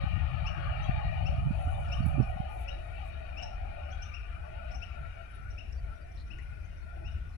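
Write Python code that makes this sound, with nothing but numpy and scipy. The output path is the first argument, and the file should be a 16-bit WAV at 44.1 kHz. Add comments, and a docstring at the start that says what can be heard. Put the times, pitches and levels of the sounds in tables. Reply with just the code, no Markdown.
"""Beside a railway track on a breezy day: an electric train rolls away round a bend.
Its roar, rails and wheels are noise through wandering resonances, sinking to a hum over a low rumble.
Two small birds whistle upward chirps nearby, scattered by leaves, posts and trees; others peep far off.
Early on, wind noise and single eddies buffet two microphone ports, each on its own; one late eddy is faint.
Noise bursts make puffs, rustles and ticks; fine grains sizzle, thin pips hold their pitch, air washes."""
import sys
import numpy as np
from scipy import signal
from scipy.fft import rfft, irfft, next_fast_len
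from scipy.io import wavfile
from scipy.ndimage import uniform_filter1d

SR = 44100
rng = np.random.default_rng(int(sys.argv[2]) if len(sys.argv) > 2 else 0)


def pcm_store(signal):
    """Save signal as 16-bit PCM."""
    levels = np.round(np.clip(np.atleast_2d(signal), -1, 1) * 32767)
    wavfile.write(sys.argv[1], SR, levels.astype(np.int16).T)


N = 325017

FRAME = 2048  # samples
HOP = FRAME // 4
HZ = np.fft.rfftfreq(FRAME, 1 / SR)
TIMES = np.arange(N // HOP + 3) * HOP / SR

# likeness of the two ports for distant sound: f/Hz, likeness/0-1
LIKENESS = [(40, 0.79), (250, 0.85), (470, 0.91), (650, 0.54), (900, 0.67), (1400, 0.04), (2300, 0.64),
            (3000, 0), (7000, 0)]
LEAVES_HZ = 4000  # foliage scatters overtones above this
RUSTLE_LEFT_DB = -25  # left minus right, rustles and sizzle


def amp(db):
    """Decibels to gain."""
    return 10 ** (np.asarray(db) / 20)


def unit(x):
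    """Scales to rms 1."""
    return x / np.sqrt(np.mean(x ** 2) + 1e-20)


def read(points, hz):
    """Reads a spectrum on a log-frequency axis."""
    f, value = np.transpose(points)
    return np.interp(np.log(hz + 1), np.log(f + 1), value)


def follow(rows, axis):
    """Reads one column of a curve at every frame."""
    rows = np.array(rows)
    return np.interp(TIMES, rows[:, 0], rows[:, axis])[:, None]


def add(mix, s, sound):
    """Mixes a sound in at time s."""
    part = mix[:, max(0, round(s * SR)):][:, :sound.shape[1]]
    part += sound[:, :part.shape[1]]


def bell(f, hz, width):
    """Gain of a resonance."""
    return 1 / (1 + (2.39 * (f - hz) / width) ** 2)


def total(gain):
    """Rms of a spectral density, frame by frame."""
    return np.sqrt((gain ** 2).sum(-1, keepdims=True) * HZ[1])


def patches(size, count):
    """A smooth random field of rms 1; its kernel is size frames by count bins."""
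    field = rng.standard_normal((len(TIMES), len(HZ)))
    kernel = np.outer(np.hanning(size), np.hanning(count))
    return unit(signal.fftconvolve(field, kernel, "same"))


def flutter(count):
    """A smooth random wobble within +-1 per port, changing over about count samples."""
    raw = rng.standard_normal((2, N))
    return np.tanh(unit(signal.fftconvolve(raw, np.hanning(count)[None], "same")))


def drift(size):
    """A smooth random swell of rms 1, changing over about size frames."""
    return unit(np.convolve(rng.standard_normal(len(TIMES)), np.hanning(size), "same"))[:, None]


def noise(density, likeness, lag_ms):
    """Stereo noise of a given density; the left port hears the shared part later."""
    a, b, c, d = rng.standard_normal((4, len(TIMES), len(HZ)))
    left = a + 1j * b
    same = np.clip(likeness, 0, 1)
    shared = same * left * np.exp(2j * np.pi * HZ * lag_ms / 1000)
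    right = shared + np.sqrt(1 - same ** 2) * (c + 1j * d)
    z = np.array([left, right]) * density * np.sqrt(1.5 * HZ[1])
    return signal.istft(z.swapaxes(1, 2), nperseg=FRAME, noverlap=FRAME - HOP)[1][:, :N]


def burst(hz, width, count):
    """A stretch of noise in one resonance, rms 1."""
    gain = bell(np.fft.rfftfreq(count, 1 / SR), hz, width)
    return unit(irfft(rfft(rng.standard_normal(count)) * gain, count))


def swell(s, length, db, hz, width):
    """Band noise that rises and falls around time s."""
    t = np.arange(-SR, SR) / SR
    out = np.zeros((1, N + 2 * SR))  # 1 s of padding at each end
    envelope = np.exp(-(t / length) ** 2)
    add(out, s, (amp(db) * burst(hz, width, count=len(t)) * envelope)[None])
    return out[:, SR:SR + N]


def echoes(x, t60, wet_db, gap_s):
    """Nearby surfaces scatter a short decaying tail of sparse random reflections."""
    t = np.arange(SR // 2) / SR
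    taps = rng.standard_normal((2, len(t))) * (rng.random((2, len(t))) < 2000 / SR) * (t > gap_s)
    tail = taps * amp(-60 * t / t60)
    tail = tail / np.linalg.norm(tail, axis=1, keepdims=True)
    return x + amp(wet_db) * signal.fftconvolve(x, tail, axes=1)[:, :N]


def rolling(modes, level_db, mottle_db):
    """Rough steel on steel feeds wandering resonances; moving air and ground echoes mottle them."""
    wander_hz = 13  # rms
    parts = []
    for hz, width, db, fade, side_db in modes:
        resonance = bell(HZ, hz + wander_hz * drift(size=15), width)
        parts.append((amp(db - fade * TIMES[:, None]) * resonance, side_db))
    left = np.sqrt(sum(g ** 2 for g, side_db in parts))
    right = np.sqrt(sum((g * amp(side_db)) ** 2 for g, side_db in parts))
    mottle = amp(mottle_db * patches(size=9, count=8) + 1.2 * patches(size=61, count=5))
    # the level curve sets the left port's rms
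    density = np.array([left, right]) * mottle * amp(level_db) / total(left * mottle)
    return noise(density, read(LIKENESS, HZ), lag_ms=0.813)


def train():
    """Roar, rail song and wheel hiss sink with distance and surge a little in the moving air."""
    # resonances: f/Hz, width/Hz, relative level/dB, relative fade/(dB/s), right minus left/dB
    roar_modes = [(593, 45, 0.5, 5.5, -0.5), (670, 72, 2.5, 4.5, -8), (747, 113, 4.5, 6, -12),
                  (838, 70, -2, 6, -16)]
    rail_modes = [(1122, 68, -6, 4.44, -3.5), (1230, 84, 6, 5.3, -11.5), (1362, 25, 0, 1.55, -14),
                  (1450, 98, -4.5, 0.7, -13.5)]
    wheel_modes = [(1717, 84, -6.5, 3.3, -4), (1880, 153, -4, 2.86, -17.5), (2407, 277, 1.5, 2.29, -22),
                   (2864, 453, -4.5, 3.2, -19), (3310, 170, -33, 2.6, 10.5), (3764, 194, -15.5, 2.5, -23),
                   (4336, 660, -22, 3.25, -10.5)]
    # levels before trim and surge; the roar comes and goes as the train rounds the bend: t/s, level/dB
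    roar_curve = [(0.0, -47.5), (0.38, -43), (0.5, -45.5), (0.8, -40.5), (1.02, -36.5), (1.12, -43),
                  (1.22, -40.5), (1.39, -40), (1.48, -47.5), (1.65, -39.5), (2.0, -42.5), (2.35, -40.5),
                  (2.7, -45.5), (3.2, -49.5), (3.5, -44), (3.92, -47.5), (4.1, -54.5), (4.25, -57),
                  (4.5, -46.5), (4.77, -47.5), (4.9, -58), (5.06, -49), (5.1, -59), (5.21, -52),
                  (5.35, -61), (6.0, -57), (6.35, -62.5), (6.8, -64), (6.98, -50.5), (7.15, -60),
                  (7.35, -66)]
    rail_curve = [(0.0, -48), (0.65, -45.5), (1.0, -48.5), (1.25, -52.5), (1.55, -54.5), (1.66, -49.5),
                  (1.8, -51.5), (2.0, -46), (2.55, -55), (4.7, -51), (5.55, -54), (5.73, -68), (5.89, -54),
                  (6.12, -59.5), (6.2, -66), (6.29, -57), (6.41, -62), (6.5, -49), (6.67, -62.5),
                  (6.78, -55.5), (6.93, -51), (7.0, -58.5), (7.17, -55), (7.35, -63.5)]
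    wheel_curve = [(0.0, -45), (0.45, -46), (0.8, -44), (1.42, -47.5), (1.6, -50.5), (1.82, -51),
                   (2.05, -47.5), (2.4, -52), (3.0, -51.5), (4.9, -54.5), (5.7, -61), (7.35, -64)]
    # rail flares: t/s, length/s, level/dB, f/Hz, width/Hz
    flares = [(0.64, 0.15, -44.5, 1500, 620), (0.96, 0.13, -49.5, 1830, 600)]
    mottle_db, surge_db, grit_db, flare_right_db = 4.0, 1.3, 3, -32

    def layer(modes, curve, trim_db):
        """One part of the train at its level, surging in the moving air."""
        level_db = follow(curve, axis=1) + surge_db * drift(size=15) + trim_db
        return rolling(modes, level_db, mottle_db)

    roar = layer(roar_modes, roar_curve, trim_db=-.3)
    rails = layer(rail_modes, rail_curve, trim_db=-.6)
    wheels = layer(wheel_modes, wheel_curve, trim_db=-.2)
    # rough wheel treads make the flare grainy
    grit = unit(amp(grit_db * (flutter(count=1501) + flutter(count=301))))
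    flare = sum(swell(*row) for row in flares) * grit
    return roar + rails + wheels + flare * amp([[0], [flare_right_db]])


def rumble():
    """A deep drone, much the same at both ports; its narrow band makes it throb."""
    # spectrum: f/Hz, relative level/dB
    spectrum = [(15, -44), (30, -25), (42, 8.5), (55, 6.5), (67, 13.5), (80, -19.5), (100, -1),
                (125, -12.5), (170, -21.5), (215, -19), (260, -75), (400, -93)]
    # level before port offsets: t/s, level/dB
    curve = [(0.0, -39), (3.2, -40.5), (3.7, -38.5), (4.05, -41), (4.6, -42), (5.1, -40.5), (5.27, -49),
             (5.45, -36), (5.6, -43.5), (5.85, -37.5), (6.05, -45.5), (6.25, -41.5), (6.7, -39.5),
             (6.85, -42.5), (7.15, -36.5), (7.35, -42.5)]
    tone = amp(read(spectrum, HZ))
    density = tone / total(tone) * amp(follow(curve, axis=1))
    return noise(density, read(LIKENESS, HZ), lag_ms=0.2) * amp([[2.2], [-1.2]])


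def air():
    """The steady wash of the outdoors: mottled in the middle, with a fine flicker at the top."""
    # mean density at each port: f/Hz, level/(dB per Hz)
    left_port = [(100, -69.5), (260, -91.5), (335, -87), (480, -89), (1000, -105.5), (1850, -91),
                 (2700, -102), (3200, -109), (4900, -113), (5600, -111), (7000, -124), (8300, -119),
                 (9600, -131), (15000, -138)]
    right_port = [(100, -83), (260, -91.5), (400, -100.5), (480, -90), (1000, -100), (2000, -103),
                  (4900, -114), (5700, -112), (6600, -118), (7800, -119), (9200, -115), (10200, -109),
                  (11800, -122), (15500, -127)]
    depth_db = read([(200, 1.5), (1000, 2.4), (3000, 3.4), (5000, 3.0), (8000, 1.2)], HZ)
    mottle_db = depth_db * patches(size=15, count=11)
    flicker_db = read([(3000, 1.5), (9000, 2.4)], HZ) * patches(size=4, count=35)
    ports_db = np.array([read(left_port, HZ), read(right_port, HZ)])[:, None]
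    density = amp(ports_db + mottle_db + flicker_db)
    return noise(density, read(LIKENESS, HZ), lag_ms=0.96)


def wind():
    """Lumpy turbulence, unrelated between ports and brighter when strong, that dies away."""
    # breeze before exposure and lull: t/s, left level/dB, right level/dB
    breeze = [(0.0, -40.5, -38), (0.15, -31.5, -56), (0.7, -38, -33.5), (1.2, -34.5, -35.5),
              (1.4, -35.5, -30.5), (1.65, -35, -37.5), (2.05, -44, -28), (2.2, -48, -28), (2.6, -51, -62)]
    # spectrum at -28 dB, shifting with level: f/Hz, relative level/dB
    spectrum = [(15, -4), (35, -32), (65, 7.5), (110, 1.5), (150, -1.5), (200, -17), (280, -35),
                (450, -100), (900, -106)]
    left_db, right_db = 5, 1.5  # how exposed each port is
    lull_s, lull_db_per_s, lumps_db = 2.98, 32, 3.5
    level_db = np.array([follow(breeze, axis=1) + left_db, follow(breeze, axis=2) + right_db])
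    level_db = level_db - lull_db_per_s * np.maximum(TIMES - lull_s, 0)[:, None]
    tone = amp(read(spectrum, HZ * amp(-.15 * (level_db + 28.0))))
    out = noise(tone / total(tone) * amp(level_db), 0, lag_ms=0)
    out = out * unit(amp(lumps_db * flutter(count=2001)))
    return .16 * np.tanh(out / .16)  # soft ceiling on the steady breeze


def buffets():
    """An eddy swings the pressure a few times; the hardest ones also break up into a puff."""
    # eddies: t/s, swing level/dB, f/Hz, length/s, side/0 left to 1 right
    eddies = [(.041, -18.5, 128, 0.0063, 1), (0.178, -19, 95, 0.0095, 0.014), (0.895, -15, 115, 0.0044, 0),
              (1.385, -21, 113, 0.013, 1), (1.47, -18.5, 139, 0.019, 1), (1.51, -19, 182, 0.0058, 1),
              (1.673, -17, 72.4, 0.01, 0.65), (2.006, -21, 180, 0.005, 0.97), (2.065, -18, 162, .0045, 1),
              (2.184, -22, 250, .005, 1), (2.202, -13.5, 123, .024, .97), (2.202, -17, 230, .005, 1),
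              (2.207, -32, 430, .006, 1), (2.203, -37, 580, .006, 1), (2.228, -27, 200, .007, 1),
              (2.364, -28, 154, 0.0054, 1), (2.404, -17.5, 120, 0.0041, 1), (5.014, -35, 140, 0.015, 1)]
    # fine turbulence inside an eddy: f/Hz, relative level/dB
    hiss = [(100, 6), (240, 11), (370, -3), (470, -18), (600, -12), (800, -36), (2000, -64), (8000, -120)]
    out, t = np.zeros((2, N)), np.arange(-4096, 4096) / SR
    colour = amp(read(hiss, np.fft.rfftfreq(len(t), 1 / SR)))
    for s, db, hz, length, side in eddies:
        puff = unit(irfft(rfft(rng.standard_normal(len(t))) * colour))
        swing = np.cos(2 * np.pi * (hz * t + rng.random())) + 0.6 * amp(db) * puff
        side = np.clip(side, 0, 1)
        envelope = 1 / np.cosh(2.18 * t / length)
        add(out, s, amp(db) * swing * envelope * np.array([[1 - side], [side]]))
    return np.roll(out, -len(t) // 2, axis=1)  # centres each eddy on its time


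def chirps(rows, rise, bend, partials_db, crest, rough, throat_hz):
    """Each chirp is a quick upward whistle; higher partials peak earlier and thin out at the top."""
    # how strongly each port takes the pitches: f/Hz, gain/dB
    left_port = [(2300, 5.5), (2900, 2), (3400, 7), (5000, -15), (5400, -5.5), (5750, -6.5), (6100, -12),
                 (6600, -10), (8100, -21)]
    right_port = [(2300, -42), (2950, -35), (3400, -21), (5000, -27), (5450, -7.5), (5750, -8.5),
                  (6100, -14), (6600, -4), (8100, -31)]
    out = np.zeros((2, N))
    for s, length, top_hz, db, side_db in rows:
        u = np.linspace(0, 1, round(length * SR))
        waver = unit(uniform_filter1d(rng.standard_normal(SR // 4), size=40))[:len(u)]
        hz = top_hz * (1 - rise * (1 - u) ** bend) * (1 + rough * waver)
        phase = 2 * np.pi * np.cumsum(hz) / SR
        call = np.zeros((2, len(u)))
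        for k, part_db in enumerate(partials_db, 1):
            ports_db = np.array([read(left_port, k * hz), read(right_port, k * hz) + side_db])
            throat = 1 / (1 + (k * hz / throat_hz) ** 30)
            envelope = abs(np.sin(np.pi * u ** (crest / k ** .3))) ** 1.3
            call += amp(db + part_db + ports_db) * throat * envelope * np.sin(k * phase)
        add(out, s + .0013, call * [[1], [0]])  # the left port hears it later
        add(out, s, call * [[0], [1]])
    return out


def leaves(x):
    """Foliage close to a bird blurs its high overtones more than its fundamental."""
    high = signal.sosfilt(signal.butter(2, LEAVES_HZ, "high", fs=SR, output="sos"), x)
    return x - high + echoes(high, t60=.12, wet_db=-3.5, gap_s=.002)


def bounces(x, extra_db):
    """Posts and the tree line throw each call back as ragged, duller clusters of echoes."""
    # echo clusters: delay/s, spread/s, level/dB before extra_db and low-pass
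    cluster_rows = [(.018, .014, -8.5), (.105, .026, -11.5)]
    taps_per_s = 500
    t = np.arange(SR // 4) / SR
    taps = rng.standard_normal((2, len(t))) * (rng.random((2, len(t))) < taps_per_s / SR)
    tail = np.zeros((2, len(t)))
    for delay, spread, db in cluster_rows:
        cluster = taps * np.exp(-((t - delay) / spread) ** 2)
        tail += amp(db + extra_db) * cluster / (np.linalg.norm(cluster, axis=1, keepdims=True) + 1e-9)
    tail = signal.sosfilt(signal.butter(2, LEAVES_HZ, "low", fs=SR, output="sos"), tail)
    return signal.oaconvolve(x, tail, axes=1)[:, :N]


def birds():
    """One bird sings on its fundamental, the other mostly an octave above its own; others peep far off."""
    # chirps before partial and port gains: t/s, length/s, last f/Hz, level/dB, right offset/dB
    weets = [(0.452, 0.046, 3036, -38, 6.5), (1.247, 0.048, 3030, -42, 6),
             (1.908, 0.045, 3080, -40.5, 10.5), (2.671, 0.036, 3057, -39.5, 3),
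             (3.36, 0.047, 3035, -42.5, 5.5), (4.13, 0.029, 2940, -43, 6), (4.811, 0.0375, 3004, -42, 1.5),
             (5.572, 0.031, 2990, -45.5, 4.5), (6.297, 0.033, 2986, -47, -15),
             (7.033, 0.062, 2998, -50.5, 4)]  # the lower bird
    tsips = [(.812, 0.037, 3300, -58, 6), (1.868, .027, 2850, -58, 0), (2.205, 0.032, 2900, -56.5, 4),
             (3.412, 0.032, 3000, -41, 4), (3.895, 0.041, 3280, -53.5, 1), (4.012, 0.029, 3200, -41, 1),
             (4.695, 0.036, 2980, -50.5, -10), (4.732, 0.036, 3100, -45.5, -4),
             (5.492, 0.034, 3120, -56, 2), (5.708, 0.03, 2900, -58, 10.5), (6.106, 0.024, 3120, -66, 7),
             (6.138, 0.036, 2980, -64, 5), (6.255, 0.034, 3100, -66, 2), (6.628, 0.04, 3400, -64, 1),
             (6.758, 0.034, 3100, -64.5, 2), (7.098, 0.034, 3020, -63, 2), (7.275, 0.032, 2980, -68, 2)]  # the other, thin
    # faint peeps from the trees, before the same gains: t/s, length/s, last f/Hz, level/dB
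    peeps = [(0.836, 0.029, 3280, -56), (1.74, 0.026, 3630, -62), (2.015, 0.035, 4540, -53),
             (2.703, 0.03, 3850, -55), (3.415, 0.033, 3980, -59), (3.92, 0.025, 3340, -60),
             (4.037, 0.042, 3600, -69), (6.518, 0.035, 2560, -63), (7.068, 0.042, 3770, -68)]
    # weets weaker than far_db come more by reflection, this much wetter
    far_db, far_wet_db = -42, 3
    weet_shape = dict(rise=.22, bend=1.35, partials_db=(2, -3.5), crest=1.1, rough=.016, throat_hz=5700)
    tsip_shape = dict(rise=.24, bend=1.1, partials_db=(-9.5, 3.5, -3), crest=1.9, rough=.016,
                      throat_hz=8500)
    peep_shape = dict(rise=.083, bend=4.2, partials_db=(3,), crest=.91, rough=.017, throat_hz=8500)
    near = chirps([row for row in weets if row[3] >= far_db], **weet_shape)
    far = chirps([row for row in weets if row[3] < far_db], **weet_shape)
    near += chirps(tsips, **tsip_shape)
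    far += chirps([(*row, 0) for row in peeps], **peep_shape)
    t60, wet_db, gap_s = .33, -9.5, .012
    calls = echoes(leaves(near), t60, wet_db, gap_s)
    calls = calls + echoes(leaves(far), t60, wet_db + far_wet_db, gap_s)
    return calls + bounces(near, extra_db=-4) + bounces(far, extra_db=far_wet_db)


def low_swells():
    """Soft, narrow-band noise swells of low sound, nearer the left port: low puffs, a brief swell of the
    train's roar at 590 Hz and a small gust."""
    # low swells: t/s, length/s, level/dB, f/Hz
    rows = [(0.588, 0.024, -52, 330), (2.774, 0.042, -56.5, 330), (6.028, 0.036, -54.5, 590),
            (7, 0.042, -52, 337), (7.1, 0.13, -45.5, 129)]
    width_hz, right_db = 59, -25
    return sum(swell(*row, width_hz) for row in rows) * amp([[0], [right_db]])


def sizzle():
    """A sputter of tiny high grains, each with its own pitch, length and strength."""
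    # level at the right port: t/s, level/dB
    curve = [(0.8, -80), (1.05, -83), (1.52, -73), (1.6, -66), (1.69, -66.5), (1.8, -64.5), (1.86, -67),
             (1.9, -68.5), (2.0, -71), (2.3, -72.5), (2.459, -80), (2.58, -65.5), (2.721, -80), (2.88, -74),
             (3.099, -80)]
    # filter on the grains: f/Hz, gain/dB
    spectrum = [(6000, -6), (7800, -10.5), (8600, -6.5), (9400, -7), (10100, 4.5), (11300, -12),
                (12300, -28), (13000, -28)]
    grains_per_s, grain_s, grain_hz, spread_db = 4200, (.003, .018), (6000, 13000), 18
    out, (times, level_db) = np.zeros((1, N)), np.transpose(curve)
    start, end = times[0], times[-1]
    for when, pitch, span, strength in rng.random((int(grains_per_s * (end - start)), 4)):
        t = np.arange(0, np.interp(span, [0, 1], grain_s), 1 / SR)
        hz = np.interp(pitch, [0, 1], grain_hz)
        grain = np.hanning(len(t)) * np.sin(2 * np.pi * hz * t)
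        add(out, start + when * (end - start), amp(-spread_db * strength) * grain[None])
    size = next_fast_len(N)
    gain = amp(read(spectrum, np.fft.rfftfreq(size, 1 / SR)))
    out = irfft(rfft(out, size) * gain, size)[:, :N]
    out = out / np.std(out[:, int(start * SR):int(end * SR)])
    return out * amp(np.interp(np.arange(N) / SR, times, level_db)) * amp([[RUSTLE_LEFT_DB], [0]])


def rustles():
    """Ragged high noise swells beside the right port, gritty with tiny decaying snaps."""
    # rustles: t/s, length/s, level/dB, f/Hz, width/Hz
    rows = [(2.066, .008, -56, 10600, 3800), (2.082, .014, -60, 10300, 3400),
            (2.112, .012, -63.5, 10100, 3200), (2.3, .06, -75, 10500, 4500), (2.55, .061, -68, 10300, 4000),
            (2.615, .03, -61, 10300, 4400), (3.075, .026, -67, 9400, 6000)]
    snaps_per_s, snap_s, snap_db, ragged_db = 480, .0006, 6.5, 4
    snaps = (rng.random(N) < snaps_per_s / SR) * rng.uniform(.4, 1, N)
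    crackle = signal.lfilter([1], [1, -np.exp(-1 / (snap_s * SR))], snaps)
    ragged = unit(amp(ragged_db * flutter(count=1901)) * (1 + amp(snap_db) * crackle))
    return sum(swell(*row) for row in rows) * amp([[RUSTLE_LEFT_DB], [0]]) * ragged


def pips():
    """Thin whistles that hold one pitch."""
    # pips: t/s, length/s, f/Hz, left peak level/dB, right minus left/dB
    rows = [(5.3, .035, 10250, -84, 17), (5.343, .028, 10230, -80, 21), (5.762, .045, 4640, -68, -2),
            (6.005, .035, 4660, -69, -12), (6.418, .022, 10200, -82, 16), (6.805, .045, 4340, -73, -10),
            (7.32, .045, 4170, -72, -10)]
    out = np.zeros((2, N))
    for s, length, hz, db, side_db in rows:
        t = np.arange(0, length, 1 / SR)
        pip = amp(db) * np.sin(np.pi * t / length) * np.sin(2 * np.pi * hz * t)
        add(out, s, pip * amp([[0], [side_db]]))
    return out


def ticks():
    """Small dry noise bursts, each in one resonance, that decay briefly."""
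    # ticks close by: t/s, left starting level/dB, f/Hz, width/Hz, ring/s, right minus left/dB
    rows = [(6.172, -57, 4080, 900, .018, -9), (6.198, -55, 4130, 800, .012, -9),
            (6.211, -62, 4150, 700, .012, -9), (6.386, -45, 2000, 420, .011, -19),
            (6.386, -53, 5400, 2600, .0011, -9)]
    out, t = np.zeros((2, N)), np.arange(SR // 8) / SR
    for s, db, hz, width, ring, side_db in rows:
        tick = amp(db) * burst(hz, width, count=len(t)) * np.exp(-t / ring)
        add(out, s, tick * amp([[0], [side_db]]))
    return out


def scene():
    """Train, rumble and air far off; birds, ticks, rustles and wind close by."""
    small = echoes(ticks() + pips(), t60=0.036, wet_db=-5, gap_s=.004)
    nearby = birds() + low_swells() + sizzle() + rustles() + small
    return train() + rumble() + air() + wind() + buffets() + nearby


def record(dry):
    """Eases both ends over 10 ms and low-passes the band."""
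    edge_hz = 15650
    ease = np.minimum(np.minimum(np.arange(N), np.arange(N)[::-1]) / (.01 * SR), 1)
    lowpass = signal.firwin(511, edge_hz, window=("kaiser", 9), fs=SR)
    return signal.oaconvolve(dry * ease, lowpass[None], "same")


dry = scene()
out = record(dry)
pcm_store(out)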